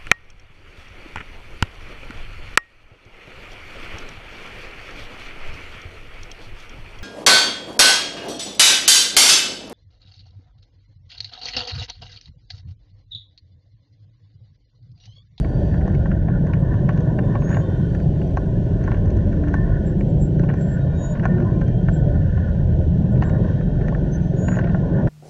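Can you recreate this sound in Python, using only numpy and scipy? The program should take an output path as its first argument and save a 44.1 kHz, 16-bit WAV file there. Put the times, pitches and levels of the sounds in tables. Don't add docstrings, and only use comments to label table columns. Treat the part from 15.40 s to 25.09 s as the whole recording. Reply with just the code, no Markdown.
import sys
import numpy as np
from scipy import signal
from scipy.fft import rfft, irfft, next_fast_len
from scipy.io import wavfile
from scipy.ndimage import uniform_filter1d, map_coordinates

SR = 44100
rng = np.random.default_rng(int(sys.argv[2]) if len(sys.argv) > 2 else 0)


def amplitude_ratio(level_db):
    exponent = np.asarray(level_db, float) / 20
    return 10 ** exponent


def file_out(sig):
    cols = np.atleast_2d(sig).T
    lim = np.clip(cols, -1, 1)
    pcm = np.round(lim * 32767).astype(np.int16)
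    wavfile.write(sys.argv[1], SR, pcm)


N = 427329


def unit(x):
    return x / np.sqrt(np.mean(x ** 2) + 1e-20)


def curves(rows):
    time_s, *columns = np.transpose(rows)
    return [np.interp(np.arange(N) / SR, time_s, column) for column in columns]


def wobble(rate):
    knots = rng.standard_normal(int(N * rate / SR) + 4)
    return map_coordinates(knots, [np.arange(N) * rate / SR])


def filtered(x, response):
    size = next_fast_len(N + 8192)
    return irfft(rfft(x, size) * response(np.fft.rfftfreq(size, 1 / SR)), size)[:N]


def ringing(x, modes, order=1):
    def body(f):
        total = 0
        for k, (centre_hz, width_hz, level_db) in enumerate(modes):
            damping = 1j * f * width_hz
            total = total + (-1) ** k * amplitude_ratio(level_db) * damping / (centre_hz ** 2 - f ** 2 + damping)
        return total

    return filtered(x, lambda f: body(f) ** order)


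def noise(spectrum):
    hz, db = np.transpose(spectrum)

    def colour(f):
        return amplitude_ratio(np.interp(np.log(f + 1), np.log(hz + 1), db, left=-120, right=-120))

    return unit(filtered(rng.standard_normal(N), colour))


def patchy(x, depth_db, size=4096):
    bins = signal.stft(x, nperseg=size)[2]
    field = uniform_filter1d(rng.standard_normal(bins.shape), size=2, axis=0)
    field = uniform_filter1d(field, size=4, axis=1)
    return unit(signal.istft(bins * amplitude_ratio(depth_db * unit(field)), nperseg=size)[1][:N])


def tone(rows, waver_hz, flutter_db, speed=35):
    hz, db = curves(rows)
    t = np.arange(N) / SR
    first_s, last_s = rows[0][0], rows[-1][0]
    fade = np.clip(np.minimum(t - first_s + .01, last_s + .01 - t) / .02, 0, 1)
    phase = 2 * np.pi * np.cumsum(hz + waver_hz * wobble(2 * speed)) / SR
    return np.sqrt(2) * fade * amplitude_ratio(db + flutter_db * wobble(speed)) * np.sin(phase)


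def held(start, length, start_hz, end_hz, db, swell_s, swell_db, sag_db):
    return [(start, start_hz, db - swell_db), (start + swell_s, start_hz, db), (start + length, end_hz, db - sag_db)]


# time_s, firings_per_s
ENGINE = [(0, 21.9), (0.4, 22.45), (1.3, 22.35), (2.05, 21.1), (3.05, 21.4), (4.05, 23.1), (4.5, 26.0),
          (4.8, 27), (5.05, 28.6), (5.45, 27.4), (5.75, 21.3), (6.0, 22), (6.5, 22.2), (8.1, 22.3),
          (8.9, 22.8), (9.69, 22.6)]
# time_s, thump_db, bark_db
EXHAUST = [(0, -26, -36), (.8, -26.5, -37.5), (1.3, -20.5, -40.5), (2.0, -22.5, -33), (2.6, -23.5, -33.5),
           (3.4, -28, -30.5), (3.9, -31, -34.5), (4.4, -29, -33.5), (5, -19, -29), (5.2, -23, -34.5),
           (5.45, -21.5, -53), (5.7, -33.5, -43), (6.0, -25, -39.5), (6.5, -19, -34.5), (7, -30, -42),
           (7.9, -24, -36), (8.45, -19.5, -40), (9, -23, -37.5), (9.69, -21.5, -37)]
# pitch_hz, width_hz, level_db
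PIPE = [(45.3, 29.4, -5.5), (117, 47.5, -1), (153.4, 55.8, 1), (181, 24.7, -2)]
BARK = [(280, 69, 0.27), (399.5, 80, 0.09)]


def scooter():
    (rate,), (thump_db, bark_db) = curves(ENGINE), curves(EXHAUST)
    fired = np.flatnonzero(np.diff(np.floor(np.cumsum(rate) / SR)))
    jitter_s = .0003 * rng.standard_normal(len(fired))
    size_db = 1.2 * rng.standard_normal(len(fired))
    puffs = np.zeros(N)
    puffs[np.clip(fired + (jitter_s * SR).astype(int), 0, N - 1)] = amplitude_ratio(size_db)
    thump = amplitude_ratio(thump_db) * unit(ringing(puffs, PIPE, order=2))
    bark = amplitude_ratio(bark_db) * unit(ringing(puffs, BARK, order=4))
    return thump + bark


# time_s, rumble_db, drone_db, growl_db
TRAFFIC = [(0.0, -20.5, -18.5, -29.5), (0.32, -20, -21, -30), (0.38, -20, -19.5, -26.5),
           (0.48, -15, -20.5, -24), (0.67, -22, -20.5, -31), (1.56, -28.5, -20, -28.5),
           (4.05, -19.5, -21.5, -30), (5.3, -28, -19, -30), (5.61, -22.5, -23.5, -30.5),
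           (5.94, -26.5, -18, -29), (6.72, -20, -20.5, -27.5), (7.23, -22.5, -21.5, -33),
           (7.72, -21, -15.5, -27.5), (8.55, -24.5, -29, -29.5), (9.58, -29, -19.5, -25.5),
           (9.69, -24, -22, -26)]
# pitch_hz, level_db
DEEP = [(12, -40.5), (19, -22.5), (24, -3.5), (40, 2), (70, 1), (90, 2.5), (120, -30)]
DRONE = [(55, -39), (75, -5), (110, 4.5), (150, 3), (185, 1.5), (210, -4.5), (240, -40)]
GROWL = [(120, -38.5), (210, -0.5), (263, -5), (370, -8), (465, -12.5), (553, -8.5), (615, -10.5),
         (838, -25.5), (1050, -32), (1180, -56.5), (1280, -41), (1660, -71)]
# time_s, hiss_db, spray_db
HISS_LEVEL = [(0, -57.5, -77), (.8, -62, -82.5), (2.45, -58.5, -76), (4.5, -60.5, -80.5), (5.6, -60, -79.5),
              (7.05, -60, -80.5), (7.7, -59.5, -79.5), (9.69, -59, -80.5)]
# pitch_hz, level_db
HISS = [(1150, -19.5), (1950, -0.5), (2090, -6.5), (2350, -4.5), (2610, -3.5), (3200, 0), (3430, -4.5),
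        (3890, -6.5), (4160, -10), (4460, -8.5), (5000, -15.5), (5600, -9.5), (5980, -10), (7000, -17.5),
        (8000, -39.5)]
SPRAY = [(6200, -19.5), (7400, 0), (10200, -8.5), (10900, -39.5)]
# start_s, length_s, start_hz, end_hz, level_db
NOTES = [(3.445, 0.96, 100.1, 95.8, -24), (3.864, 0.315, 301.7, 277.8, -26.5), (5.747, 0.47, 358, 342, -34),
         (6.64, 0.92, 81.5, 80.24, -22.5), (8.136, 1.38, 179.7, 181.7, -24.5)]


def traffic():
    rumble_db, drone_db, growl_db = curves(TRAFFIC)
    rumble = amplitude_ratio(rumble_db) * noise(DEEP)
    drone = amplitude_ratio(drone_db) * patchy(noise(DRONE), depth_db=1.5)
    growl_db = growl_db + 1.3 * wobble(5.7) + 0.83 * wobble(30)
    growl = amplitude_ratio(growl_db) * patchy(noise(GROWL), depth_db=2.5)
    hiss = 0
    for level_db, colour in zip(curves(HISS_LEVEL), (HISS, SPRAY)):
        hiss = hiss + amplitude_ratio(level_db + 0.68 * wobble(7.4)) * patchy(noise(colour), depth_db=1.5, size=1024)
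    notes = [held(*row, swell_s=.13, swell_db=16.5, sag_db=1.5) for row in NOTES]
    standing_out = sum(tone(rows, waver_hz=2.5, flutter_db=2.5) for rows in notes)
    return rumble + drone + growl + hiss + standing_out


# time_s, pitch_hz, level_db
SQUEALS = [
    [(2.0, 6600, -66), (2.012, 6590, -59), (2.022, 6460, -70), (2.048, 6493, -55), (2.126, 6744, -52),
     (2.204, 6719, -59), (2.25, 6750, -76)],
    [(5.16, 7404, -80), (5.225, 7420, -54), (5.25, 7380, -67), (5.34, 7420, -56), (5.39, 7458, -81)],
    [(5.38, 3800, -76), (5.42, 3773, -61), (5.48, 3773, -74), (5.62, 3757, -56), (5.78, 3749, -70)],
    [(5.54, 6739, -73), (5.65, 6812, -42), (5.685, 6796, -57), (5.725, 6901, -48), (5.75, 6842, -75)],
    [(7.835, 7480, -72), (7.855, 7465, -62), (7.885, 7470, -63), (7.92, 7480, -76)],
    [(8.712, 6110, -64), (8.736, 6143, -46), (8.748, 6160, -50), (8.76, 6180, -46), (8.772, 6200, -70),
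     (8.79, 6280, -74)],
    [(8.96, 6780, -68), (8.98, 6750, -57), (9.03, 6800, -50), (9.09, 6870, -47), (9.15, 6820, -49),
     (9.19, 6730, -60), (9.205, 6700, -78)],
]
# time_s, pitch_hz, level_db
CHIRPS = [(1.2, 8400, -72), (1.86, 6750, -68), (4.474, 7530, -57), (4.6, 7495, -68), (4.7, 7560, -68),
          (4.824, 7495, -47), (6.544, 7480, -50), (7.728, 7520, -67)]
CHIRP_RISE_DB_PER_S, CHIRP_FALL_DB_PER_S, SILENT_DB = 900, 430, -92
# start_s, length_s, start_hz, end_hz, level_db
WHISTLES = [(-.05, .46, 4597, 4600, -64), (.4, .28, 4600, 4604, -72), (1.8, .2, 3584, 3584, -66),
            (2.1, .34, 3575, 3568, -64.5), (2.2, .38, 3135, 3130, -63), (2.48, .59, 4587, 4630, -71),
            (5.08, .12, 2375, 2370, -66), (5.47, .12, 2375, 2370, -66), (5.86, .11, 2370, 2360, -64),
            (6.13, .08, 2375, 2370, -64), (6.26, .095, 2370, 2365, -64), (6.24, .48, 3165, 3250, -61),
            (7.07, .23, 3830, 3860, -72), (7.78, .64, 3790, 3758, -67), (7.98, .45, 3205, 3190, -66),
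            (8.8, .15, 6120, 6160, -67)]


def brakes():
    chirps = []
    for peak_s, hz, db in CHIRPS:
        start_s = peak_s - (db - SILENT_DB) / CHIRP_RISE_DB_PER_S
        end_s = peak_s + (db - SILENT_DB) / CHIRP_FALL_DB_PER_S
        chirps.append([(start_s, hz, SILENT_DB), (peak_s, hz, db), (end_s, hz, SILENT_DB)])
    squealing = sum(tone(rows, waver_hz=9, flutter_db=.8) for rows in SQUEALS + chirps)
    whistles = [held(*row, swell_s=0.049, swell_db=4.0, sag_db=5.5) for row in WHISTLES]
    return squealing + sum(tone(rows, waver_hz=10, flutter_db=3, speed=60) for rows in whistles)


# time_s, back_wall_db, door_db
BUZZ = [(0, -55, -62), (.38, -49, -54.5), (.86, -51.5, -67), (1.13, -50, -47), (2.2, -49, -48.5),
        (2.72, -58, -60.5), (4.0, -52, -52), (4.24, -46, -50.5), (4.8, -62, -69), (5.26, -49.5, -58),
        (6.04, -53, -43.5), (6.31, -55, -73), (6.99, -49.5, -56), (7.45, -58, -64), (7.96, -46, -43.5),
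        (8.2, -52.5, -58.5), (8.93, -53, -59), (9.31, -49.5, -50.5)]
FRONT_WALL_DB = -1.5
# pitch_hz, width_hz, level_db
WALL = [(1428, 76, 5), (1576, 201, 2.5), (1740, 170, 4), (1970, 110, -10.5)]
DOOR = [(964, 150, 1.5), (1196, 250, -5.5)]


def buzz():
    grit = amplitude_ratio(2.3 * wobble(22) + 0.88 * wobble(150)) * rng.standard_normal(N)
    back_db, door_db = curves(BUZZ)
    front_db = back_db + FRONT_WALL_DB + 0.5 * wobble(2.1)
    total = 0
    for level_db, modes in ((back_db, WALL[:2]), (front_db, WALL[2:]), (door_db, DOOR)):
        total = total + amplitude_ratio(level_db) * patchy(ringing(grit, modes, order=2), depth_db=2.5, size=1024)
    return total


# time_s, strength_db, thud_db, snap_db, edge_db
TICKS = [(0.045, -32, 11.5, 12, -11.5), (0.3412, -30.5, 4, -8, -12), (0.412, -30.5, -5, -12, -11.5),
         (0.477, -33, 13, 0, 8), (0.548, -38, -10, 16.5, 12.5), (.6564, -29, 7, -11.5, -7),
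         (0.714, -24.5, -6, -0.5, -15), (.884, -32, 14, 4.5, -15.5), (1.068, -28.5, 0, -9.5, 2),
         (1.1343, -23.5, 6, 9, -1), (1.3397, -31, 2, -8, -9.5), (1.49, -21.5, 7, 8.5, -3),
         (1.53, -40, -5, 8, 10.5), (1.605, -40.5, -5, 0.5, 17.5), (1.575, -36.5, 1, 8, 14),
         (1.788, -25, 8, 7, -20.5), (1.833, -42, -4, 9.5, -4.5), (1.953, -25.5, 14, 9, -27),
         (2.0198, -36.5, 13, 14, 3.5), (2.0918, -31, 0, -2, 10.5), (2.1032, -30, 11, -2.5, -2.5),
         (2.1135, -30, 6, 4, 1), (2.127, -23.5, -6, -2, -2.5), (2.1438, -26, 7, 13.5, -3),
         (2.168, -23.5, 9, 3, -3), (2.2, -31.5, -8, -7.5, -12), (2.5478, -31, -7, -0.5, 9.5),
         (2.6, -37, -1, 9, 6), (2.8152, -36.5, -3, 12, 1.5), (2.9705, -22.5, 8, -2.5, 4),
         (3.4391, -32, 0, 2.5, 11.5), (3.4765, -23.5, 8.5, -5.5, -5), (3.516, -27, 4, 13, -9.5),
         (3.543, -31, 11, 6.5, -1.5), (3.656, -37, 0, 4.5, 10.5), (3.7024, -36.5, 3, 8.5, 14.5),
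         (3.7686, -38, 1, 5.5, 17.5), (3.9275, -31, -9, 4, 0), (4.0365, -31.5, 10, 2.5, -6),
         (4.0709, -33, 7, -13.5, -4.5), (4.0824, -33, 5, 7.5, 8), (4.1397, -17, 2.5, -6.5, 1),
         (4.608, -36, 1, 15.5, -1.5), (4.9943, -31, -6, -10.5, 9), (5.036, -34, 13, 8, -5.5),
         (5.089, -29.5, 1, 11, -15.5), (5.0986, -22, 1, -3.5, -14.5), (5.1382, -32.5, 4.5, 2.5, 7.5),
         (5.21, -40.5, -2, 7.5, 17), (5.7528, -35, 9, 9.5, -0.5), (5.795, -29, -4, 7.5, 2.5),
         (5.853, -16, 3.5, -7.5, 0), (5.981, -28.5, 4, -7.5, -8.5), (6.001, -32, 4.5, 3, -3.5),
         (6.022, -35, 5, 6, -0.5), (6.2139, -27.5, 0.5, 3.5, 5), (6.2805, -34.5, -5, 8.5, 12),
         (6.4847, -21, 1.5, -2.5, -8), (6.9765, -33, 7.5, 6, -15.5), (7.8221, -19, 5.5, 8.5, -5.5),
         (7.835, -33, -8, 7.5, 9), (7.895, -34.5, 10, 12.5, 10), (8.2096, -30, -4, -19, -6.5),
         (8.4115, -26.5, -1, -18, -9.5), (8.4823, -27, 0, 5.5, 4.5), (8.5226, -41, 21.5, -2, -3.5),
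         (8.547, -26.5, -3.5, -3, -9.5), (9.0829, -20.5, 4.5, 8.5, -7), (9.117, -27.5, -2, -0.5, -7),
         (9.127, -29, -3, 0, -5), (9.141, -30, -2, 0.5, -2), (9.155, -34.5, -5, 13.5, -5.5),
         (9.168, -24, 8, -3, 0), (9.187, -24, -6, 2, -2), (9.1916, -23.5, 2, -3, 2),
         (9.211, -31.5, -1, 1, -9.5), (9.2417, -26, 1, 6, -15), (9.2728, -26.5, -8, -0.5, -19.5),
         (9.294, -31.5, -2, 4.5, -12.5), (9.3453, -26.5, 7, -6, -15.5), (9.672, -23.5, 3.5, -9, -19)]
STRIKE_DB = [29.5, 26, 8, 1]
# pitch_hz, width_hz, level_db
KNOCK = [(1606, 644, 0.0012)]
THUD = [(692, 270, 1), (1125, 110, 0)]
SNAP = [(2160, 570, 1.5), (2910, 260, 1.84), (3730, 1200, -8.5)]
EDGE = [(4250, 660, -2.5), (5140, 550, -5), (6150, 720, 1)]
# start_s, length_s, knocks_per_s, strength_db
RATTLES = [(0.454, .1, 120, -44.5), (1.119, .08, 140, -38.5), (2.065, .14, 148, -39.5),
           (3.4, 0.17, 148, -43.5), (5.082, 0.065, 130, -40), (5.825, 0.042, 190, -32),
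           (9.092, 0.2, 118, -43.5)]
# start_s, length_s, pitch_hz, level_db
CREAKS = [(2.167, 0.15, 1090, -48), (4.15, 0.105, 1785, -40), (4.17, 0.18, 1050, -51),
          (4.26, .17, 1470, -48), (4.992, 0.026, 1566, -44), (5.885, 0.092, 1800, -40),
          (5.87, .16, 1450, -48), (6.15, 0.12, 1040, -48), (6.22, 0.04, 1560, -44), (6.53, 0.12, 1500, -48)]
RING_DB = -9
TICK_DELAY_S = .0013
REBOUND_S, REBOUND_DB = 0.009, -17
FAINT_TICK_DB, TICK_SCATTER_DB = -44, 3
CASE_MUFFLES_HZ = 7000


def ticks():
    def scattered(s, *average_db):
        return (s, *(TICK_SCATTER_DB * rng.standard_normal(4) + average_db))

    faint = [scattered(s, FAINT_TICK_DB, 0, 5, 5) for s in rng.uniform(.02, N / SR, size=45)]
    rebounds = []
    for s, db, *parts_db in TICKS:
        again_s = min(s + REBOUND_S * rng.uniform(0.48, 2.4), N / SR)
        rebounds.append((again_s, db + REBOUND_DB + TICK_SCATTER_DB * rng.standard_normal(), *parts_db))
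    clatter = []
    for start_s, length_s, rate, db in RATTLES:
        times = start_s + np.cumsum(rng.exponential(1 / rate, size=40))
        clatter += [scattered(s, db, 0, -3, -6) for s in times if s < start_s + length_s]

    t = np.arange(-500, 600) / SR
    burst = 0.09 * np.where(t < 0, amplitude_ratio(60 * t / 0.018), amplitude_ratio(-60 * t / 0.032))
    blows = np.zeros((4, N + 2 * len(t)))
    for s, db, thud_db, snap_db, edge_db in TICKS + rebounds + faint + clatter:
        knock = (t == 0) + burst * rng.standard_normal((4, len(t)))
        force = amplitude_ratio(db + np.add(STRIKE_DB, [0, thud_db, snap_db, edge_db]))
        start = round((s + TICK_DELAY_S + t[0]) * SR)
        blows[:, start:start + len(t)] += force[:, None] * knock

    struck = amplitude_ratio(RING_DB) * ringing(blows[0, :N], WALL, order=2)
    for blow, modes, order in zip(blows, (KNOCK, THUD, SNAP, EDGE), (2.94, 2, 2.0, 1.5)):
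        struck = struck + ringing(blow[:N], modes, order=order)
    muffled = filtered(struck, lambda f: 1 / (1 + (f / CASE_MUFFLES_HZ) ** 10))
    creaks = [held(s, length_s, hz, hz, db, swell_s=0.0074, swell_db=-0.5, sag_db=5) for s, length_s, hz, db in CREAKS]
    return muffled + sum(tone(rows, waver_hz=14, flutter_db=3, speed=90) for rows in creaks)


def scene():
    return (scooter() + traffic() + brakes() + buzz() + ticks())[None]


def top_cut(x):
    return signal.sosfilt(signal.butter(12, 11000, fs=SR, output="sos"), x)


def record(dry):
    soft = dry / (1 + np.abs(dry / .64) ** 3) ** (1 / 3)
    finished = soft * np.clip((N - np.arange(N)) / 300, 0, 1)
    return top_cut(finished)


dry = scene()
out = record(dry)
file_out(out)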